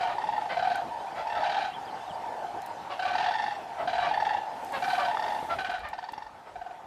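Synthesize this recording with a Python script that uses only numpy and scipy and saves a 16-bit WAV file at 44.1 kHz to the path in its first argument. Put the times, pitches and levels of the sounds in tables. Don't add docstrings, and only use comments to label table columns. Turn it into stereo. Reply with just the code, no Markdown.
import sys
import numpy as np
from scipy import signal
from scipy.fft import rfft, irfft
from scipy.io import wavfile
from scipy.ndimage import uniform_filter1d

SR = 44100
rng = np.random.default_rng(int(sys.argv[2]) if len(sys.argv) > 2 else 0)


def dump_mix(stems):
    frames = np.atleast_2d(stems).T
    limited = np.clip(frames, -1, 1)
    pcm = np.round(limited * 32767).astype(np.int16)
    wavfile.write(sys.argv[1], SR, pcm)


N = 302526

# f/Hz, level/dB
BEAK = [(500, -54), (1100, 8), (2000, 2), (3300, -6.5), (4600, -9), (6000, -13.5), (10000, -26),
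        (15000, -59)]


def gain_of(db):
    return 10 ** (np.asarray(db) / 20)


def evened(x):
    return x / np.sqrt(np.mean(x ** 2) + 1e-20)


def read(points, hz):
    f, value = np.transpose(points)
    return np.interp(np.log(hz + 1), np.log(f + 1), value)


def curve(rows):
    t, value = np.transpose(rows)
    return np.interp(np.arange(N) / SR, t, value)


def add(mix, s, sound):
    at = round(s * SR)
    part = mix[max(at, 0):][:max(len(sound) + min(at, 0), 0)]
    part += sound[max(-at, 0):][:len(part)]


def noise(points, patchy_db):
    hz = np.fft.rfftfreq(1024, 1 / SR)
    real, imaginary, patches = rng.standard_normal((N // 256 + 5, 513, 3)).T
    patches = evened(uniform_filter1d(uniform_filter1d(patches, 10, 0), 10, 1))
    level_db = read(points, hz)[:, None] + patchy_db * patches
    spectra = (real + 1j * imaginary) * gain_of(level_db)
    return signal.istft(spectra, nperseg=1024, noverlap=768)[1][:N]


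def waver(size, smooth):
    return evened(uniform_filter1d(uniform_filter1d(rng.standard_normal(size), smooth), smooth))


def breath(size, colour):
    spectrum = rfft(rng.standard_normal(size))
    return evened(irfft(spectrum * gain_of(read(colour, np.fft.rfftfreq(size, 1 / SR))), size))


def swell(t, rise, fall):
    return np.sin(np.pi / 2 * np.clip(t / rise, 0, 1)) ** 2 * np.exp(-(np.maximum(t - rise, 0) / fall) ** 2)


def scatter(x, stretch, width):
    # f/Hz, t60/s (before the stretch)
    decay = [(500, 0.86), (1000, 0.13), (3000, 0.41), (8000, 0.088)]
    size = int(stretch * SR / 2)
    taps = np.zeros((2, size))
    at = np.arange(200, size - 20, 20) + rng.integers(0, 20, (2, (size - 201) // 20))
    np.put_along_axis(taps, at, rng.choice([-1., 1.], at.shape), 1)
    hz, t, spectra = signal.stft(taps, SR, nperseg=256)
    t60 = stretch * read(decay, hz)[:, None]
    tail = signal.istft(spectra * gain_of(-60 * t / t60), SR, nperseg=256)[1]
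    tail = tail / np.linalg.norm(tail[0])
    mid, side = signal.fftconvolve(x[None], tail, axes=1)[:, :N]
    return np.array([mid + width * side, mid - width * side])


def air():
    # t/s, level/dB
    levels = [(0, -43), (.65, -44), (5.04, -44.5), (5.29, -41.5), (5.52, -45), (5.83, -51), (6.86, -52)]
    # f/Hz, density/dB per Hz
    shared = [(25, -46), (45, -48), (80, -5), (300, -3), (600, 3), (1000, 1), (1150, -2), (2400, -11.5),
              (4900, -19.5), (11800, -33), (13800, -38), (15300, -60)]
    # f/Hz, density/dB per Hz
    opposed = [(30, -45), (73, -21), (114, -2.5), (242, 8), (430, 8), (520, 3), (1430, -6.5), (3560, -17),
               (11500, -30), (13800, -38), (15300, -60)]
    mid, side = noise(shared, patchy_db=2.3), noise(opposed, patchy_db=0.5)
    return np.array([mid + side, mid - side]) / np.std(mid) * gain_of(curve(levels))


def wind():
    # t of the peak/s, peak level/dB, middle f/Hz
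    puffs = [(0.609, -55, 110), (1.362, -59, 109), (3.192, -58, 110), (4.03, -52, 60), (4.198, -56, 61.6),
             (5.579, -53, 69), (5.827, -49.5, 44.7), (6.269, -63, 50), (6.589, -57, 50.3)]
    rise_db_per_s, fall_db_per_s = 113, 137
    out, t = np.zeros((2, N)), np.arange(-SR // 2, SR // 2) / SR
    shape = gain_of(np.minimum(rise_db_per_s * t, -fall_db_per_s * t))
    for s, db, hz in puffs:
        band = signal.butter(2, [0.63 * hz, 1.68 * hz], "band", fs=SR, output="sos")
        mid, side = evened(signal.sosfilt(band, rng.standard_normal((2, SR))))
        for port, sign in zip(out, (1, -1)):
            add(port, s + t[0], gain_of(db) * shape * (mid + 0.54 * sign * side))
    return out


def murmur():
    # t/s, level/dB
    levels = [(0, -32), (.15, -38), (1.16, -37), (1.45, -29), (1.75, -40.5), (1.97, -39), (2.44, -35.5),
              (2.95, -43), (3.3, -35), (3.7, -40.5), (4.0, -33.5), (4.6, -37.5), (5.15, -34), (5.35, -35.5),
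              (6.25, -53.5), (6.86, -47)]
    partials = [8, -10, -35, -24.5, -32]
    centre_hz, tones_per_s = 819.7, 70
    tones, t = np.zeros(N), np.arange(900) / SR
    for when, spread, size, long, group in rng.random((600, 5))[:int(tones_per_s * N / SR)]:
        hz = centre_hz * (1 + 0.074 * np.sign(group - .5) + 0.029 * (long - .5))
        tone = 0
        for k, db in enumerate(partials, 1):
            detuned = k * hz * (1 + 0.2 * (spread - .5) / k ** 3)
            tone = tone + gain_of(db) * np.sin(2 * np.pi * detuned * t)
        hump = np.sin(np.pi * np.clip(t / (.011 + 0.0066 * long), 0, 1)) ** 2
        add(tones, when * N / SR, gain_of(5.3 * size) * tone * hump)
    diffuse = 0.69 * tones + scatter(tones, 2.7, width=0.33)
    running_rms = np.sqrt(uniform_filter1d(diffuse.mean(0) ** 2, 9000))
    return diffuse / running_rms * gain_of(curve(levels))


def grass():
    # t/s, level/dB
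    levels = [(4.4, -56), (4.72, -50.5), (4.78, -48.5), (4.9, -44), (5.0, -47.5), (5.15, -55), (5.3, -50.5),
              (5.45, -47), (5.6, -45.5), (5.87, -54)]
    # f/Hz, density/dB per Hz
    colour = [(120, -21), (270, 13), (500, -10), (1500, 2.5), (5000, -11), (8000, -10), (12000, -14),
              (13200, -15), (15000, -53)]
    t = np.arange(N) / SR
    fade_in = np.clip((t - levels[0][0]) / 0.26, 0, 1)
    fade_out = np.clip((levels[-1][0] - t) / 0.63, 0, 1)
    crackle = gain_of(0.63 * waver(N, 60))
    rub = np.array([evened(noise(colour, patchy_db=-2.0)) for _ in range(2)])
    return rub * crackle * fade_in * fade_out * gain_of(curve(levels))


def ticks():
    # t/s, peak level/dB, lowest f/Hz
    snaps = [(.758, -34, 3430), (2.62, -36, 4500), (2.662, -33, 3500), (4.648, -37, 4000),
             (4.723, -37, 3500), (5.607, -49, 7100), (5.713, -46, 4440), (5.794, -45, 4020),
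             (5.888, -38, 2200), (6.122, -38.5, 1600)]
    # t/s, amplitude before attack and decay/dB, f/Hz
    knocks = [(4.888, -31, 420), (5.171, -16, 1230), (5.428, -23, 530), (5.594, -32, 330),
              (5.688, -31, 328), (6.123, -35, 297), (6.179, -35, 330)]
    out, t = np.zeros(N), np.arange(1200) / SR
    for s, db, hz in snaps:
        snap = rng.standard_normal(len(t)) * (np.exp(-t / 0.0006) + 0.12 * np.exp(-t / 0.013))
        snap = signal.sosfilt(signal.butter(2, [hz, 13500], "band", fs=SR, output="sos"), snap)
        add(out, s, gain_of(db) * snap / abs(snap).max())
    for s, db, hz in knocks:
        envelope = np.minimum(t / 0.00042, 1) * np.exp(-t / 0.0016)
        add(out, s, gain_of(db) * np.sin(2 * np.pi * hz * t) * envelope)
    return out


def songbird():
    # t/s, length/s, first f/Hz, last f/Hz, level before flutter and fades/dB
    notes = [(0.872, 0.048, 2465, 2520, -59), (0.995, 0.025, 3810, 3850, -55.5),
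             (1.005, 0.014, 3150, 3100, -59), (1.063, 0.031, 2220, 2600, -55),
             (1.113, .014, 3140, 3100, -62), (1.703, 0.028, 2830, 2690, -55),
             (1.726, 0.02, 2640, 3480, -53), (1.736, 0.036, 3530, 2960, -50.5),
             (1.822, .016, 3600, 3800, -62), (1.85, .015, 4750, 4950, -57), (1.868, .03, 3550, 2880, -55.5),
             (1.905, .02, 4050, 4120, -61), (1.948, .012, 4700, 4900, -60), (2.005, 0.03, 3440, 3530, -58),
             (2.053, .035, 3900, 3650, -61), (2.09, 0.034, 3530, 2720, -52.5),
             (2.131, .03, 4700, 4900, -61)]
    out = np.zeros(N)
    for s, length, hz, last_hz, db in notes:
        size = round(length * SR)
        tone = np.sin(2 * np.pi * np.cumsum(np.linspace(hz, last_hz, size)) / SR)
        flutter = 1.1 + 0.28 * waver(size, 40)
        add(out, s, np.sqrt(2) * gain_of(db) * tone * signal.windows.tukey(size, .5) * flutter)
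    return out + gain_of(-8.0) * scatter(out, 0.068, width=1.0)


def honk(s, length, hz, last_hz, tone_db, tilt_db, throat_hz, bright_db, rasp_db):
    # f/Hz, level/dB
    low_colour = [(510, 1), (590, -2), (680, -0.5), (1030, -2), (1160, 3), (1350, 2), (1700, -2),
                  (2000, -4.5), (2700, -13)]
    # f/Hz, level/dB
    bright_colour = [(2500, 3), (2850, 7), (3300, 2), (4400, -0.5), (6000, -16), (8000, -28)]
    # f/Hz, level/dB
    throat = [(400, -29), (650, 4), (1000, -4), (1500, -8), (2800, -15), (4500, -25), (8000, -51)]
    throat_lift_db, throat_width_hz = 5, 380
    arch_share = 0.045
    size = 2 * int(length * SR)
    t = np.arange(size) / SR / length
    arch = arch_share * (np.sin(np.pi * np.minimum(t / 1.147, 1)) - .75)
    glide = np.interp(t, [.1, 1.1], [hz, last_hz])
    cycles = np.cumsum(glide * (1 + arch + .012 * waver(size, 200))) / SR
    low, high = 0, 0
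    for k in range(1, 11):
        line = (1 + (.38 + .04 * k) * waver(size, 70)) * np.sin(2 * np.pi * (k * cycles + rng.random()))
        if k <= 4:
            lift_db = throat_lift_db * np.exp(-((k * hz - throat_hz) / throat_width_hz) ** 2)
            low = low + gain_of(tone_db + tilt_db * (k - 1) + read(low_colour, k * hz) + lift_db) * line
        else:
            high = high + gain_of(read(bright_colour, k * hz)) * line
    high = evened(high) + .4 * breath(size, BEAK)
    rasp = breath(size, throat) * (1 + 0.18 * np.cos(2 * np.pi * cycles))
    body = (low + gain_of(rasp_db) * rasp) * swell(t, 0.4, 0.85)
    bright = gain_of(bright_db) * high * swell(t, 0.49, 0.77)
    end_fade = np.clip((1.25 - t) / 0.46, 0, 1)
    return s - .1 * length, end_fade * (body + bright)


LOW_VOICE_BELOW_HZ = 830
RING_RISE, RING_FALL = .42, .6


def burst(s, hz, ring_hz, ring_db, second_db, bright_db, tilt_db, ms):
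    # f/Hz, width/Hz, relative level/dB
    low_pipe = [(1730, 150, -6), (2385, 110, 0), (2820, 120, -5), (3140, 200, -2), (3945, 220, -2),
                (4420, 150, -12), (4780, 220, -8), (5500, 250, -15), (6300, 300, -23)]
    # f/Hz, width/Hz, relative level/dB
    high_pipe = [(2030, 120, -7), (2745, 90, 0), (3320, 130, -6), (3570, 170, -1), (4570, 220, -4),
                 (5440, 180, -12), (6500, 300, -24)]
    ring_glide_per_s, voice_glide_per_s = 5, 1.1
    t, length = np.arange(2000) / SR, ms / 1000
    ring_cycles = ring_hz * t * (1 + ring_glide_per_s * (.5 * length - t / 2))
    ring = gain_of(ring_db) * np.sin(2 * np.pi * (ring_cycles + rng.random()))
    ring = ring * swell(t, RING_RISE * length, RING_FALL * length)
    glide = voice_glide_per_s * np.maximum(.5 * length - t, -length)
    cycles = np.cumsum(hz * (1 + 0.011 * waver(len(t), 120) + glide)) / SR
    second = np.sin(2 * np.pi * (2 * cycles + rng.random())) * (1 + .55 * waver(len(t), 60))
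    second = gain_of(second_db) * second * swell(t, .4 * length, .85 * length)
    pipe = 0
    for f, width, db in (low_pipe if hz < LOW_VOICE_BELOW_HZ else high_pipe):
        gain = gain_of(db + tilt_db * f / 1000 + 2.2 * rng.standard_normal())
        roughness = .5 + .6 * waver(len(t), int(.25 * SR / width))
        varied_hz = f + .25 * width * rng.standard_normal()
        pipe = pipe + gain * roughness * np.sin(2 * np.pi * (varied_hz * t + rng.random()))
    pipe = evened(pipe) * swell(t, 0.002 + 0.25 * length, 0.006 + 0.45 * length)
    rush = .62 * breath(len(t), BEAK) * swell(t, .003 + .3 * length, .008 + .7 * length)
    return s - RING_RISE * length, ring + second + gain_of(bright_db) * (pipe + rush)


LOW_MS, HIGH_MS = 14, 9.5
ECHO_SPREAD_MS, ECHO_STRETCH = 2.5, 1.45
RING_SPREAD, RING_SAG, PITCH_SPREAD = 0.018, 0.025, .01
UNEVEN_DB, TOP_FADE = .8, 2.2
FIRST_TOP_DB = 0.5


def roll(start, beats, first_ms, settled_ms, settle, hz, ring_hz, ring_db, second_db, bright_db, tilt_db,
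         fade_db, echo_ms, echo_db, echo_top_db):
    k = np.arange(round(beats))
    gaps_ms = settled_ms + (first_ms - settled_ms) * settle ** k[:-1]
    times = start + np.cumsum(np.r_[0, gaps_ms]) / 1000
    ms = LOW_MS if hz < LOW_VOICE_BELOW_HZ else HIGH_MS
    for s, done in zip(times, k / k[-1]):
        fade = fade_db * done ** 7.6
        direct = (0, 0, 0)
        echo = (echo_ms + ECHO_SPREAD_MS * rng.standard_normal(), echo_db, echo_top_db)
        for late_ms, low_db, top_db in (direct, echo):
            a, b, c, d, e = rng.standard_normal(5)
            top_db += TOP_FADE * fade + (FIRST_TOP_DB if s == start and not late_ms else 0)
            yield (s + late_ms / 1000,
                   hz * (1 + PITCH_SPREAD * a),
                   ring_hz * (1 - RING_SAG * done + RING_SPREAD * b),
                   ring_db + low_db + fade + UNEVEN_DB * c,
                   second_db + top_db + UNEVEN_DB * d,
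                   bright_db + top_db + UNEVEN_DB * e,
                   tilt_db,
                   ms * ECHO_STRETCH if late_ms else ms)


def cranes():
    # t/s, length/s, first and last f before the arch/Hz, tone level/dB, tilt/dB per partial,
    # throat resonance f/Hz, bright partials level/dB, rasp level/dB
    honks = [(0.083, 0.064, 589, 619, -42.5, -1, 2400, -55, -40),
             (0.487, .07, 507, 518, -42.5, 1, 2050, -45, -35.5),
             (1.15, .09, 661, 682, -41, -4.5, 2000, -55, -40),
             (1.352, .07, 663, 625, -37.5, -4, 1300, -58, -39),
             (2.895, 0.059, 578, 553, -44, -2.5, 1160, -46, -39),
             (3.05, 0.063, 571, 583, -45.5, 1.5, 1160, -62, -41),
             (3.777, 0.071, 667, 640, -32.5, -8, 2000, -64, -38.5),
             (4.014, 0.074, 571, 579, -42.5, 2.5, 1160, -47, -41),
             (4.724, .07, 570, 510.5, -40, -0.5, 1480, -45, -36),
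             (4.975, .07, 581.4, 574, -39.5, 1.2, 1170, -51, -44),
             (5.49, .07, 672, 667, -37, -1.5, 1350, -52, -35),
             (5.826, .075, 590, 592, -50, 4, 1700, -55, -42),
             (6.456, 0.059, 639, 632, -45, -13.5, 1310, -75, -49.5)]
    # first beat t/s, beats, first gap/ms, settled gap/ms, share of the extra gap left at each next beat,
    # voice f/Hz, windpipe ring f/Hz, ring level/dB, second partial level/dB, bright partials level/dB,
    # their tilt/dB per kHz, fade of the ring by the last beat/dB, echo delay/ms,
    # echo level of the ring/dB, echo level of the upper partials/dB
    rolls = [(-.219, 8, 62.4, 42, 0.51, 745, 773, -22, -34.5, -36.5, -1.3, -11, 22, -6, -5),
             (.185, 7, 56.5, 40, 0.6, 913, 887, -19.5, -41.5, -49.5, -0.5, -9.5, 33, -8.5, 1.5),
             (.572, 6, 55.3, 33, 0.67, 771, 752, -20.5, -36.5, -43, -0.5, -14, 26, -6, 1.5),
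             (1.273, 7, 52.4, 47.5, 0.5, 889, 874, -25.5, -38.5, -45.5, -1, -4, 28.4, -6, 0.8),
             (1.439, 6, 59.3, 30, 0.61, 782.5, 800, -22.5, -35.5, -39.5, -0.5, -4.5, 24.7, -9, -1.5),
             (2.996, 7, 59.2, 36.6, 0.72, 773, 754.4, -23.5, -36, -41, 0, -2, 29, -8, 1.5),
             (3.154, 9, 57.7, 40, 0.65, 888, 880, -21.5, -33.5, -42.5, 1, -4, 27.8, -14, 0.5),
             (3.878, 5, 56, 34.2, 0.71, 786, 740.6, -21.5, -34.5, -40, -1.2, -1, 21.3, -16, -1),
             (4.114, 7, 62.4, 38.7, 0.44, 881, 864, -18.5, -36.5, -45.5, -1, -13, 26.4, -15, 5),
             (4.826, 6, 57.3, 48.3, 0.3, 776, 767, -20, -34.5, -40.5, 0.3, -4, 20.1, -11, 3.5),
             (5.086, 8, 61.5, 40.5, .42, 914, 899, -22.5, -36.5, -43.5, 0.5, -10.5, 24, -7, -1),
             (5.59, 5, 58.5, 36, 0.6, 769, 765, -26.5, -32.5, -39.5, -2, -4, 20.2, -8.5, -3.5),
             (5.933, 8, 56.8, 41.7, 0.66, 886, 913, -29.5, -41.5, -51, 2, -3.5, 23.5, -29, -14),
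             (5.937, 3, 46, 46, 0.63, 767, 736, -33.5, -44, -52, 1.5, 0, 21, -20, -10),
             (6.559, 5, 57.5, 46, 0.197, 768, 740, -31, -44, -55, -3.5, -8, 28, -21, -15)]
    pair = np.zeros(N)
    for row in rolls:
        for beat in roll(*row):
            add(pair, *burst(*beat))
    for row in honks:
        add(pair, *honk(*row))
    ringing = gain_of(curve([(4.67, -7.5), (9.5, -23)]))
    return pair + scatter(pair * ringing, 1.0, width=0.027)


def scene():
    return air() + wind() + murmur() + grass() + ticks() + songbird() + cranes()


def record(dry):
    # f/Hz, density/dB per Hz
    colour = [(3000, -19), (8000, -16), (12500, -3), (14000, -3), (15300, -25.5)]
    hiss_db, bass_cut_hz, edge_hz = -87, 36, 15500
    mid, side = evened(noise(colour, patchy_db=7)), evened(noise(colour, patchy_db=0))
    hiss = gain_of(hiss_db) * (.5 * mid + [[1], [-1]] * side)
    ports = dry * gain_of([[.2], [-.2]]) + hiss
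    wet = signal.sosfilt(signal.butter(2, bass_cut_hz, "high", fs=SR, output="sos"), ports)
    lowpass = signal.firwin(1023, edge_hz, window=("kaiser", 9), fs=SR)
    return signal.oaconvolve(wet, lowpass[None], "same")


dry = scene()
out = record(dry)
dump_mix(out)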